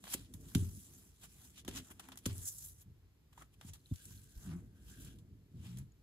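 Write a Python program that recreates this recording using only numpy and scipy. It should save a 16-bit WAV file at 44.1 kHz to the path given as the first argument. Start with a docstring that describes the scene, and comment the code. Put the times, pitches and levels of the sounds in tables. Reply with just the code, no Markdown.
"""Cards pushed on a wooden table

Three cards are drawn from a deck, laid on a wooden table and pushed into line by fingertips, near a phone.
Friction noise in three bands makes the scrapes and a narrow whistle; noise bursts make the edge snaps,
and short decaying tones the ticks. Damped modes of the table boom under blows and rumble under dragging
skin, which also judders; hiss and a deep hum lie below. The phone hears the air through two ports."""
import sys
import numpy as np
from scipy import signal
from scipy.fft import rfft, irfft
from scipy.io import wavfile
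from scipy.ndimage import uniform_filter1d

SR = 44100
rng = np.random.default_rng(int(sys.argv[2]) if len(sys.argv) > 2 else 0)


def master_out(mix):
    """Clip the mix to full scale and print it as 16-bit PCM to the path in sys.argv[1]."""
    frames = np.transpose(np.atleast_2d(mix))
    ceiling = np.clip(frames, -1, 1)
    pcm = np.round(ceiling * 32767).astype(np.int16)
    wavfile.write(sys.argv[1], SR, pcm)


N = 265482

# Room hiss, shape of its spectrum: (frequency [Hz], relative level [dB])
ROOM_SPECTRUM = [(120, -28), (200, 1), (422, 2), (575, -8), (1280, -10.5), (2960, -12), (11800, -19.5),
                 (13200, -13), (14200, -18), (15800, -37)]
# Table top modes: (frequency [Hz], level [dB], undamped decay time t60 [s])
TABLE_MODES = [(57.6, -2.5, 0.056), (89.8, -4, 0.41), (105.7, -3.5, 0.33), (136.5, -6, 0.13),
               (176.7, -15.5, 0.36), (204.8, 10, 0.029), (252, -1, 0.082), (289.8, -9, 0.1),
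               (326, -15.5, 0.188), (398.7, -18, 0.38), (546, -19, 0.23)]
# Fingers dragging on wood: (fastest at [s], speeding up [s], slowing down [s], low modes level [dB],
# middle modes over low [dB], high modes over low [dB])
DRAGS = [(.05, 0.2, 0.13, -62, 0.5, -1), (.22, 0.16, 0.43, -62, -6, 1), (.4, 0.11, 0.2, -56, -16, -4),
         (.75, 0.47, 0.085, -51, -2, -16), (1.05, 1, 0.075, -69, -3, 1), (1.27, 0.11, 0.031, -70.5, 3, 3.5),
         (1.52, 0.47, 0.21, -72.5, 3.5, 0), (1.8, 0.22, 0.068, -53.5, -0.5, 0),
         (2.05, 0.29, 0.4, -67.5, -0.5, 4.5), (2.42, 0.26, 0.053, -54.5, -5.5, -5.5),
         (2.62, 0.23, 0.18, -60.5, -15, -18), (2.89, 0.08, 0.11, -56, -11, -18),
         (3.1, 0.09, 0.11, -73, -7, -24), (3.43, 0.078, 0.028, -59, -7, -4),
         (3.69, 0.22, 0.3, -57.5, -10.5, -11.5), (4.15, 0.2, 0.33, -59, -6.5, -9.5),
         (4.52, 0.2, 0.34, -51, -6.5, -11.5), (5.05, 0.41, 0.8, -55, -6.5, -8.5),
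         (5.6, 0.1, 0.22, -52, -3, -37), (5.8, 0.18, 0.2, -54, -8, -30)]
# Tremble of still hands: level on the low, middle and high modes [dB]
RESTING_DB = (-69.5, -81, -81)
# Skin slipping regularly: (slip rate [1/s], strongest at [s], swelling [s], fading [s],
# 2nd multiple level [dB], 1st over 2nd [dB], 3rd over 2nd [dB], 4th over 2nd [dB])
JUDDERS = [(84.8, 4.53, 0.082, 0.088, -46, -10.5, -11, -17.5), (63.1, 5.76, .15, 0.11, -51, -10, -4.5, -30)]
# Blows on the table: (time [s], peak [dB], push length [ms], damping by the hand [1 = free],
# tilt towards high modes [dB per octave], travel time of a 100 Hz bending wave [ms])
THUMPS = [(0.146, -35.5, 2.6, 3.9, 10, 6.1), (0.342, -44, 4.6, 1.2, 0, 5.8),
          (0.5521, -19.5, 3.9, 1.13, 5, 10), (0.622, -33, 4.15, 1.8, -1, 7.5),
          (1.682, -33, 1.6, 2.4, 6.5, 7.6), (1.906, -49, 3.1, 3, 6, 6), (2.262, -28, 1.97, 0.87, -1.5, 6),
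          (2.857, -48, 7.6, 0.58, 8, 4.4), (3.645, -46, 4.4, 0.81, 2.5, 8.8),
          (3.910, -27.5, 3.9, 5, 1, 16.54), (4.1, -45, 6.5, 0.84, -2, 5.9), (4.357, -39, 22, 2.6, 15, 5.3),
          (4.471, -44, 5, 1.1, 0, 8.4), (5.541, -42, 6.4, 1.4, 7, 8.8)]
# Nails and bent cards ringing: (time [s], level [dB], pitch [Hz], decay time t60 [s])
TICKS = [(3.377, -47.5, 950, 0.025), (3.382, -55, 1230, .025), (3.398, -66, 1100, 0.043),
         (3.413, -53.5, 1284, 0.082), (3.419, -56, 1125, 0.029), (3.802, -65, 4120, 0.017),
         (3.859, -49, 3960, 0.01), (3.903, -69, 3620, 0.084), (4.109, -63, 1070, 0.025),
         (4.177, -56.5, 4200, 0.015), (5.92, -64.5, 6780, 0.022)]
# Card edges snapping: (time [s], treble peak before colouring [dB], middle over treble [dB],
# low over treble [dB], decay time t60 [s])
SNAPS = [(0.0391, -41, -4, 5.5, 0.016), (.053, -49.5, 3, 6.5, 0.023), (.09, -50, 0, 5, .02),
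         (.069, -48, 0, 11, 0.017), (0.077, -42.5, 1, 7, 0.015), (0.104, -41, -13, -7, 0.018),
         (0.139, -39, -4, -14, 0.027), (0.3376, -36, -12, -15.5, 0.021), (0.347, -54, -25, -1, 0.037),
         (0.408, -51, -33, -31, 0.027), (0.5487, -24.5, 0, -3.5, 0.023), (1.648, -41, -0.5, 3.5, 0.0087),
         (1.678, -38, 0, 4, 0.047), (1.6872, -35, 2, -30, 0.015), (1.71, -48.5, 4, 2, 0.024),
         (1.768, -45, 3, -8, .015), (1.995, -39.5, -6, 2, 0.04), (2.0859, -43.5, -29, 9.5, 0.022),
         (2.118, -52, 4.5, 7.5, 0.075), (2.156, -44, -33, 1.5, 0.011), (2.1726, -39, -11, -12, 0.04),
         (2.1862, -48, -5, -17, 0.039), (2.256, -31.5, 2.5, -7, 0.034), (2.2592, -25.5, -15, -5.5, 0.034),
         (2.328, -37.5, -30, -35, 0.015), (2.372, -42, -30, -35, .01), (2.379, -31, -30, -35, .012),
         (2.43, -38, -38, -27, 0.03), (2.4558, -29, -30, -25, .016), (2.582, -37.5, -42, -42, 0.049),
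         (2.638, -47.5, -34, -37, 0.028), (3.377, -54, -8, 5, 0.033), (3.42, -51.5, -8, 11, 0.036),
         (3.6112, -45, 4.5, 10.5, 0.011), (3.7332, -43.5, -7.5, -18, 0.056), (3.936, -52.5, -3, -8, 0.054),
         (3.958, -40.5, -8, -29, 0.014), (4.053, -36, -22, -30, 0.017), (4.56, -59.5, -25, -22, 0.072),
         (5.046, -48, -9, -12, 0.065), (5.185, -60, -2.5, -10, 0.064), (5.771, -43, -7, -10, 0.02),
         (5.7847, -40, -39, -28, 0.028)]
# Ring of a snapping edge: (frequency [Hz], gain [dB])
EDGE_RING = [(2600, -5.5), (3300, -1), (4000, -2.5)]
# Low, middle and treble band of card noise: (lower edge [Hz], upper edge [Hz])
SCRAPE_BANDS = [(550, 1880), (2300, 5560), (5400, 12830)]
# Strokes of a card over card or wood: (fastest at [s], speeding up [s], slowing down [s],
# treble hiss before colouring [dB], middle over treble [dB], low over treble [dB])
SLIDES = [(.125, 0.087, .03, -50, -5, -13), (0.141, 0.014, 0.015, -36.5, -7, -13.5),
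          (.17, 0.045, 0.11, -61, 1, -7.5), (.5, 0.12, 0.5, -64, -11, -18),
          (.62, 0.31, 0.15, -60, -11.5, -10), (.78, 0.33, 0.18, -59.5, -22, -26.5),
          (.92, 0.31, 0.23, -64, -15, -16.5), (1.02, 0.2, 0.084, -67.5, -15, -11),
          (1.1, 0.075, 0.041, -71.5, -15, -13), (1.245, 0.048, 0.034, -57, -9, -11),
          (1.451, 0.37, 0.14, -62.5, -9.5, -14.5), (1.591, 0.044, 0.033, -60, 1.5, -9.5),
          (1.775, 0.053, 0.038, -49, 0, -4.5), (1.86, 0.13, 0.13, -64, -11, -11),
          (1.915, 0.024, 0.018, -55.5, -9, -2.5), (1.97, 0.09, 0.047, -75.5, -10, -2),
          (2.04, 0.071, 0.14, -69.5, 1.5, 0.5), (2.3, 0.072, 0.07, -63, 4, -3),
          (2.37, 0.075, 0.27, -54.5, -19, -16.5), (2.462, 0.018, 0.022, -48, -40, -28),
          (2.476, 0.011, .012, -46, -32, -26), (2.485, 0.023, 0.027, -41.5, -42, -32),
          (2.52, 0.18, 0.17, -53, -55, -32), (2.649, 0.12, 0.09, -51.5, -28, -25.5),
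          (2.69, 0.034, 0.044, -55.5, -25, -22), (2.815, 0.071, 0.029, -62.5, -14, -18),
          (3.331, 0.0067, 0.012, -71, 0.5, 2.5), (3.409, 0.074, 0.062, -67, -6, -2.5),
          (3.54, 0.028, 0.03, -76.5, -0.5, -9), (3.69, 0.081, 0.041, -61, -7.5, -10),
          (3.748, 0.028, 0.037, -68, 2, -1.5), (4.0, 0.2, 0.53, -65.5, -7, -22),
          (4.12, 0.28, 0.13, -62, -17, -24), (4.44, 0.22, 0.11, -62.5, -13, -21),
          (4.52, 0.14, 0.094, -75, 2, 12.5), (4.54, 0.065, 0.16, -74, -20, -18),
          (4.77, 0.034, .05, -77.5, -7.5, -4), (4.91, 0.11, 0.14, -64, -4, -13),
          (5.0, .12, 0.16, -64.5, -11, -26), (5.06, 0.23, 0.11, -64, -3.5, -12),
          (5.67, 0.12, 0.14, -66.5, -0.5, -6), (5.79, 0.037, 0.041, -81, 9.5, 9.5)]
# Air whistling under a sliding card: (fastest at [s], speeding up [s], slowing down [s],
# level before colouring [dB])
WHISTLES = [(4.0, 0.045, 0.72, -77.5), (4.95, 0.23, 0.18, -73), (5.1, 0.18, .07, -76)]
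# Colour of card stock: (frequency [Hz], gain [dB])
CARD_COLOUR = [(600, -1), (2200, -1), (3300, 2.5), (4800, -5), (7500, 1), (10000, 1), (12000, 0),
               (13500, 3.5), (15000, 2)]
# Scatter at the ports: (frequency [Hz], scattered over direct sound [dB])
SCATTER_DB = [(300, 0.5), (700, 2), (6500, 4), (9000, -4.5), (15000, -7)]
# Balance of the ports: (frequency [Hz], left over right [dB])
LEFT_DB = [(300, 2), (900, 1.5), (4300, 1), (6000, -1.5), (9000, 0)]

ROOM_DB = -77.5  # rms of the hiss before the ports
HUM_HZ, HUM_WIDTH_HZ, HUM_DB = 59, 71, -69
UPPER_HZ, HIGH_HZ = 145, 235  # part the low, middle and high table modes
WOOD_HZ = 464  # rumble is low-passed here
EDGE_DB = -18  # level at either end of a stroke, against its fastest moment
SLIDE_POWER, DRAG_POWER, JUDDER_POWER = 1.29, 1.5, 3  # 1 = pointed stroke, 2 = bell, more = flat top
JUDDER_WOBBLE = .05  # share by which the slip rate wanders
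CREST_DB = 5.5  # peak over rms of a burst
TAIL_DB, TAIL_T60_S = -19.5, 0.22  # room tail of a snap
CATCH_PER_S, CATCH_DB = 150, 1  # fibres that catch and let go: how often, gain added by the strongest
CATCH_DECAY_S = 0.00017  # time constant
GRAIN_DB, STUTTER_DB, BAND_FLICKER_DB = 1.6, .8, .9  # quick grain, slower surges, wavering of each band
PATCH_DB, PATCH_PER_S = 1.8, 32  # how far and how often narrow bands of the scrape waver
WHISTLE_HZ, WHISTLE_WIDTH_HZ = 1570, 190
PORT_LAG_MS, FLIP_HZ = .345, 700  # lateness of the left port, centre of its phase reversal
WOOD_SIDE_DB = -15.5  # opposite shake of the two ports, against the common shake
UNLIKE_DB, SWAY_LAG_S = -4, .023  # late part of the opposite shake
LOW_HZ, TOP_HZ = 42.7, 15650  # limits of the phone


def undb(db):
    """Amplitude ratio of a level in decibels."""
    return 10 ** (np.asarray(db) / 20)


def unit(x):
    """Normalisation to an rms of 1."""
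    return x / np.sqrt(np.mean(x ** 2))


def decay(t, t60):
    """Exponential decay: 60 dB in t60 seconds."""
    return np.exp(-np.log(1000) * t / t60)


def band(x, hz, width):
    """Band-pass resonance, applied twice for steep skirts."""
    b, a = signal.iirpeak(min(hz, .45 * SR), hz / width, SR)
    return signal.lfilter(b, a, signal.lfilter(b, a, x))


def ring(x, hz, t60):
    """Damped mode: a complex one-pole resonator driven by a force."""
    pole = np.exp((2j * np.pi * hz - np.log(1000) / t60) / SR)
    return signal.lfilter([1], [1, -pole], x).imag


def butter(kind, hz):
    """Third-order Butterworth filter, maximally flat in its pass band."""
    return signal.butter(3, hz, kind, fs=SR, output="sos")


def walk(rate):
    """Slow random modulation: levels drawn `rate` times a second and slewed; spread near 1."""
    hold = int(SR / rate)
    steps = np.repeat(rng.standard_normal(N // hold + 1), hold)
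    return uniform_filter1d(steps, hold)[:N] * 1.2


def add(out, s, x):
    """Superposition of a sound on the others from time s onwards."""
    i = int(s * SR)
    out[..., i:i + x.shape[-1]] += x[..., :N - i]


def over_hz(table):
    """Spectrum level at every bin: (Hz, dB) points joined over log frequency."""
    at, db = np.transpose(table)
    return np.interp(np.log(np.arange(1, N // 2 + 2) * SR / N), np.log(at), db)


def shaped(x, table):
    """Zero-phase filtering by (Hz, dB) points."""
    return irfft(rfft(x) * undb(over_hz(table)), N)


def scrape_bands(x):
    """Low, middle and treble part of a noise, each of rms 1; zero phase, so overlaps do not cancel."""
    n = x.shape[-1]
    hz = np.fft.rfftfreq(n, 1 / SR)
    gains = [np.abs(signal.sosfreqz(butter("bandpass", edges), hz, fs=SR)[1]) for edges in SCRAPE_BANDS]
    return [unit(irfft(rfft(x) * gain, n)) for gain in gains]


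def strokes(table, power):
    """Friction follows speed: each stroke swells and fades; one gain per band, strokes add in power."""
    s, rise, fall, db, *share_db = np.transpose(table)[..., None]
    t = np.arange(0, N + 64, 64) / SR
    away = np.abs(t - s) / np.maximum(np.where(t < s, rise, fall), .005)
    level = db + EDGE_DB * away ** power
    powers = [np.sum(undb(level + share) ** 2, axis=0) for share in [0, *share_db]]
    return np.array([np.interp(np.arange(N) / SR, t, np.sqrt(p)) for p in powers])


def room_hiss():
    """Stationary noise with a fixed spectrum; row 0 is direct, rows 1 and 2 scatter to each port."""
    return undb(ROOM_DB) * unit(shaped(rng.standard_normal((3, N)), ROOM_SPECTRUM))


def hum():
    """Broad resonance of noise: the building's deep rumble, carried by the table."""
    return undb(HUM_DB) * unit(band(rng.standard_normal(N), HUM_HZ, HUM_WIDTH_HZ))


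def rumble():
    """Stick and slip: the random force of dragging skin drives table modes broadened by the hand."""
    force = rng.standard_normal(N) * undb(2.0 * walk(25))
    groups = np.zeros((3, N))
    for hz, db, _ in TABLE_MODES:
        group = int(hz > UPPER_HZ) + int(hz > HIGH_HZ)
        groups[group] += undb(db) * band(force, hz, hz / 3.97)
    gains = np.hypot(strokes(DRAGS, DRAG_POWER), undb(RESTING_DB)[:, None])
    return sum(gain * unit(x) for gain, x in zip(gains, groups))


def judder():
    """Periodic stick and slip: nearly even slips make the wood hum on multiples of their rate."""
    out = 0
    for rate, *stroke in JUDDERS:
        turns = np.cumsum(rate * (1 + JUDDER_WOBBLE * walk(30))) / SR
        for gain, multiple in zip(strokes([stroke], JUDDER_POWER), (2, 1, 3, 4)):
            tone = np.sqrt(2) * np.sin(2 * np.pi * (multiple * turns + rng.random()))
            out = out + gain * undb(2 * walk(40)) * tone
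    return out


def thumps():
    """Modal excitation and dispersion: a soft push rings the table, high modes first; a hand damps it."""
    out, t = np.zeros(N), np.arange(SR) / SR
    spreads = rng.standard_normal((len(THUMPS), len(TABLE_MODES)))
    for (s, db, push_ms, damp, tilt_db, travel_ms), spread in zip(THUMPS, spreads):
        boom = 0
        for (hz, mode_db, t60), chance in zip(TABLE_MODES, spread):
            # bending waves travel as the root of frequency; lateness counts from a 400 Hz wave
            late_ms = travel_ms * (np.sqrt(100 / hz) - .5)
            push = np.sin(np.pi * np.clip((1000 * t - late_ms) / push_ms, 0, 1)) ** 2
            # each spot on the table drives the modes a little differently
            drive = undb(mode_db + tilt_db * np.log2(hz / 100) + 1.1 * chance)
            boom = boom + drive * ring(np.gradient(push), hz, t60 / max(damp, .3)) / hz
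        add(out, s, undb(db) * boom / np.abs(boom).max())
    return out


def ticks():
    """Free vibration: one short rough mode each, nearly alike at both ports."""
    out, t = np.zeros((2, N)), np.arange(SR // 4) / SR
    for (s, db, hz, t60), noise in zip(TICKS, rng.standard_normal((len(TICKS), 2, len(t)))):
        tone = np.sin(2 * np.pi * hz * t + .5 * noise[:, :1])  # a random phase at each port
        rough = 0.3 * unit(band(noise, hz, hz / 2.5))
        add(out, s, undb(db) * (tone + rough) * decay(t, t60) * np.minimum(t / 0.0007, 1))
    return out


def snaps():
    """Impulsive release: each edge gives a sharp noise burst with a faint room tail; rows as in the hiss."""
    out, t = np.zeros((3, N)), np.arange(SR // 4) / SR
    tail = undb(TAIL_DB) * decay(t, TAIL_T60_S)
    noises = rng.standard_normal((len(SNAPS), 3, len(t)))
    for (s, db, mid_db, low_db, t60), noise in zip(SNAPS, noises):
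        shape = (decay(t, max(t60, .004)) + tail) * np.minimum(t / 0.0017, 1)
        low, mid, high = scrape_bands(noise)
        burst = high + undb(mid_db) * mid + undb(low_db) * low
        add(out, s, undb(db - CREST_DB) * shape * burst)
    return shaped(out, EDGE_RING)


def whistle(noise):
    """Narrow resonance of air under a sliding card, excited by noise and swelling with speed."""
    tone = unit(band(noise, WHISTLE_HZ, WHISTLE_WIDTH_HZ))
    return strokes(WHISTLES, SLIDE_POWER) * undb(2 * walk(20)) * tone


def catches():
    """Random micro-impacts: fibres catch and let go, each a brief decaying rise in gain."""
    chance = rng.random((2, N))
    hits = (chance[0] < CATCH_PER_S / SR) * chance[1] ** 2 * undb(CATCH_DB)
    return signal.lfilter([1], [1, -np.exp(-1 / (CATCH_DECAY_S * SR))], hits)


def slide():
    """Friction noise: a card catching on grain gives stuttering noise; rows as in the hiss."""
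    noise = rng.standard_normal((3, N))
    # the bending card favours now one narrow band, now another
    patchy = 0
    for k, hz in enumerate(np.geomspace(600, 16500, 15)):
        patchy = patchy + (-1) ** k * undb(PATCH_DB * walk(PATCH_PER_S)) * band(noise, hz, hz / 3)
    grain = undb(GRAIN_DB * walk(300) + STUTTER_DB * walk(47)) * (1 + catches())
    low, mid, high = scrape_bands(patchy * grain)
    gains = strokes(SLIDES, SLIDE_POWER)
    scrape = sum(g * undb(BAND_FLICKER_DB * walk(27)) * x for g, x in zip(gains, (high, mid, low)))
    return scrape + whistle(noise)


def ports(air):
    """Delay and phase: the left port hears direct sound later and, above the bass, inverted; scatter differs."""
    hz = np.arange(N // 2 + 1) * SR / N
    turn = 2 * np.pi * hz * PORT_LAG_MS / 1000 - np.pi * hz ** 2 / (hz ** 2 + FLIP_HZ ** 2)
    direct, *scatter = rfft(air)
    share = undb(over_hz(SCATTER_DB))
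    pair = np.array([direct * np.exp(-1j * turn), direct])
    both = (pair + share * np.array(scatter)) / np.hypot(1, share)  # direct and scatter add in power
    balance = undb(over_hz(LEFT_DB) * np.array([[.5], [-.5]]))
    return irfft(both * balance, N)


def shake(wood):
    """Structure-borne sound: wood shakes both ports almost alike, and the phone rocks a little, late."""
    late = undb(UNLIKE_DB) * np.roll(wood, int(SWAY_LAG_S * SR))
    side = signal.hilbert(wood).imag + late  # a quarter turn off, plus the late rocking
    return wood + undb(WOOD_SIDE_DB) * np.array([[1], [-1]]) * side


def scene():
    """Superposition of airborne sound through the ports, ticks, and sound carried by the wood."""
    rumbling = signal.sosfilt(butter("lowpass", WOOD_HZ), rumble() + hum())
    wood = thumps() + judder() + rumbling
    cards = shaped(slide() + snaps(), CARD_COLOUR)
    return ports(cards + room_hiss()) + ticks() + shake(wood)


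def record(dry):
    """Band limiting: the phone thins the deepest bass and cuts the top."""
    thin = signal.sosfilt(butter("highpass", LOW_HZ), dry)
    return signal.sosfilt(signal.ellip(10, .2, 80, TOP_HZ, fs=SR, output="sos"), thin)


dry = scene()
out = record(dry)
master_out(out)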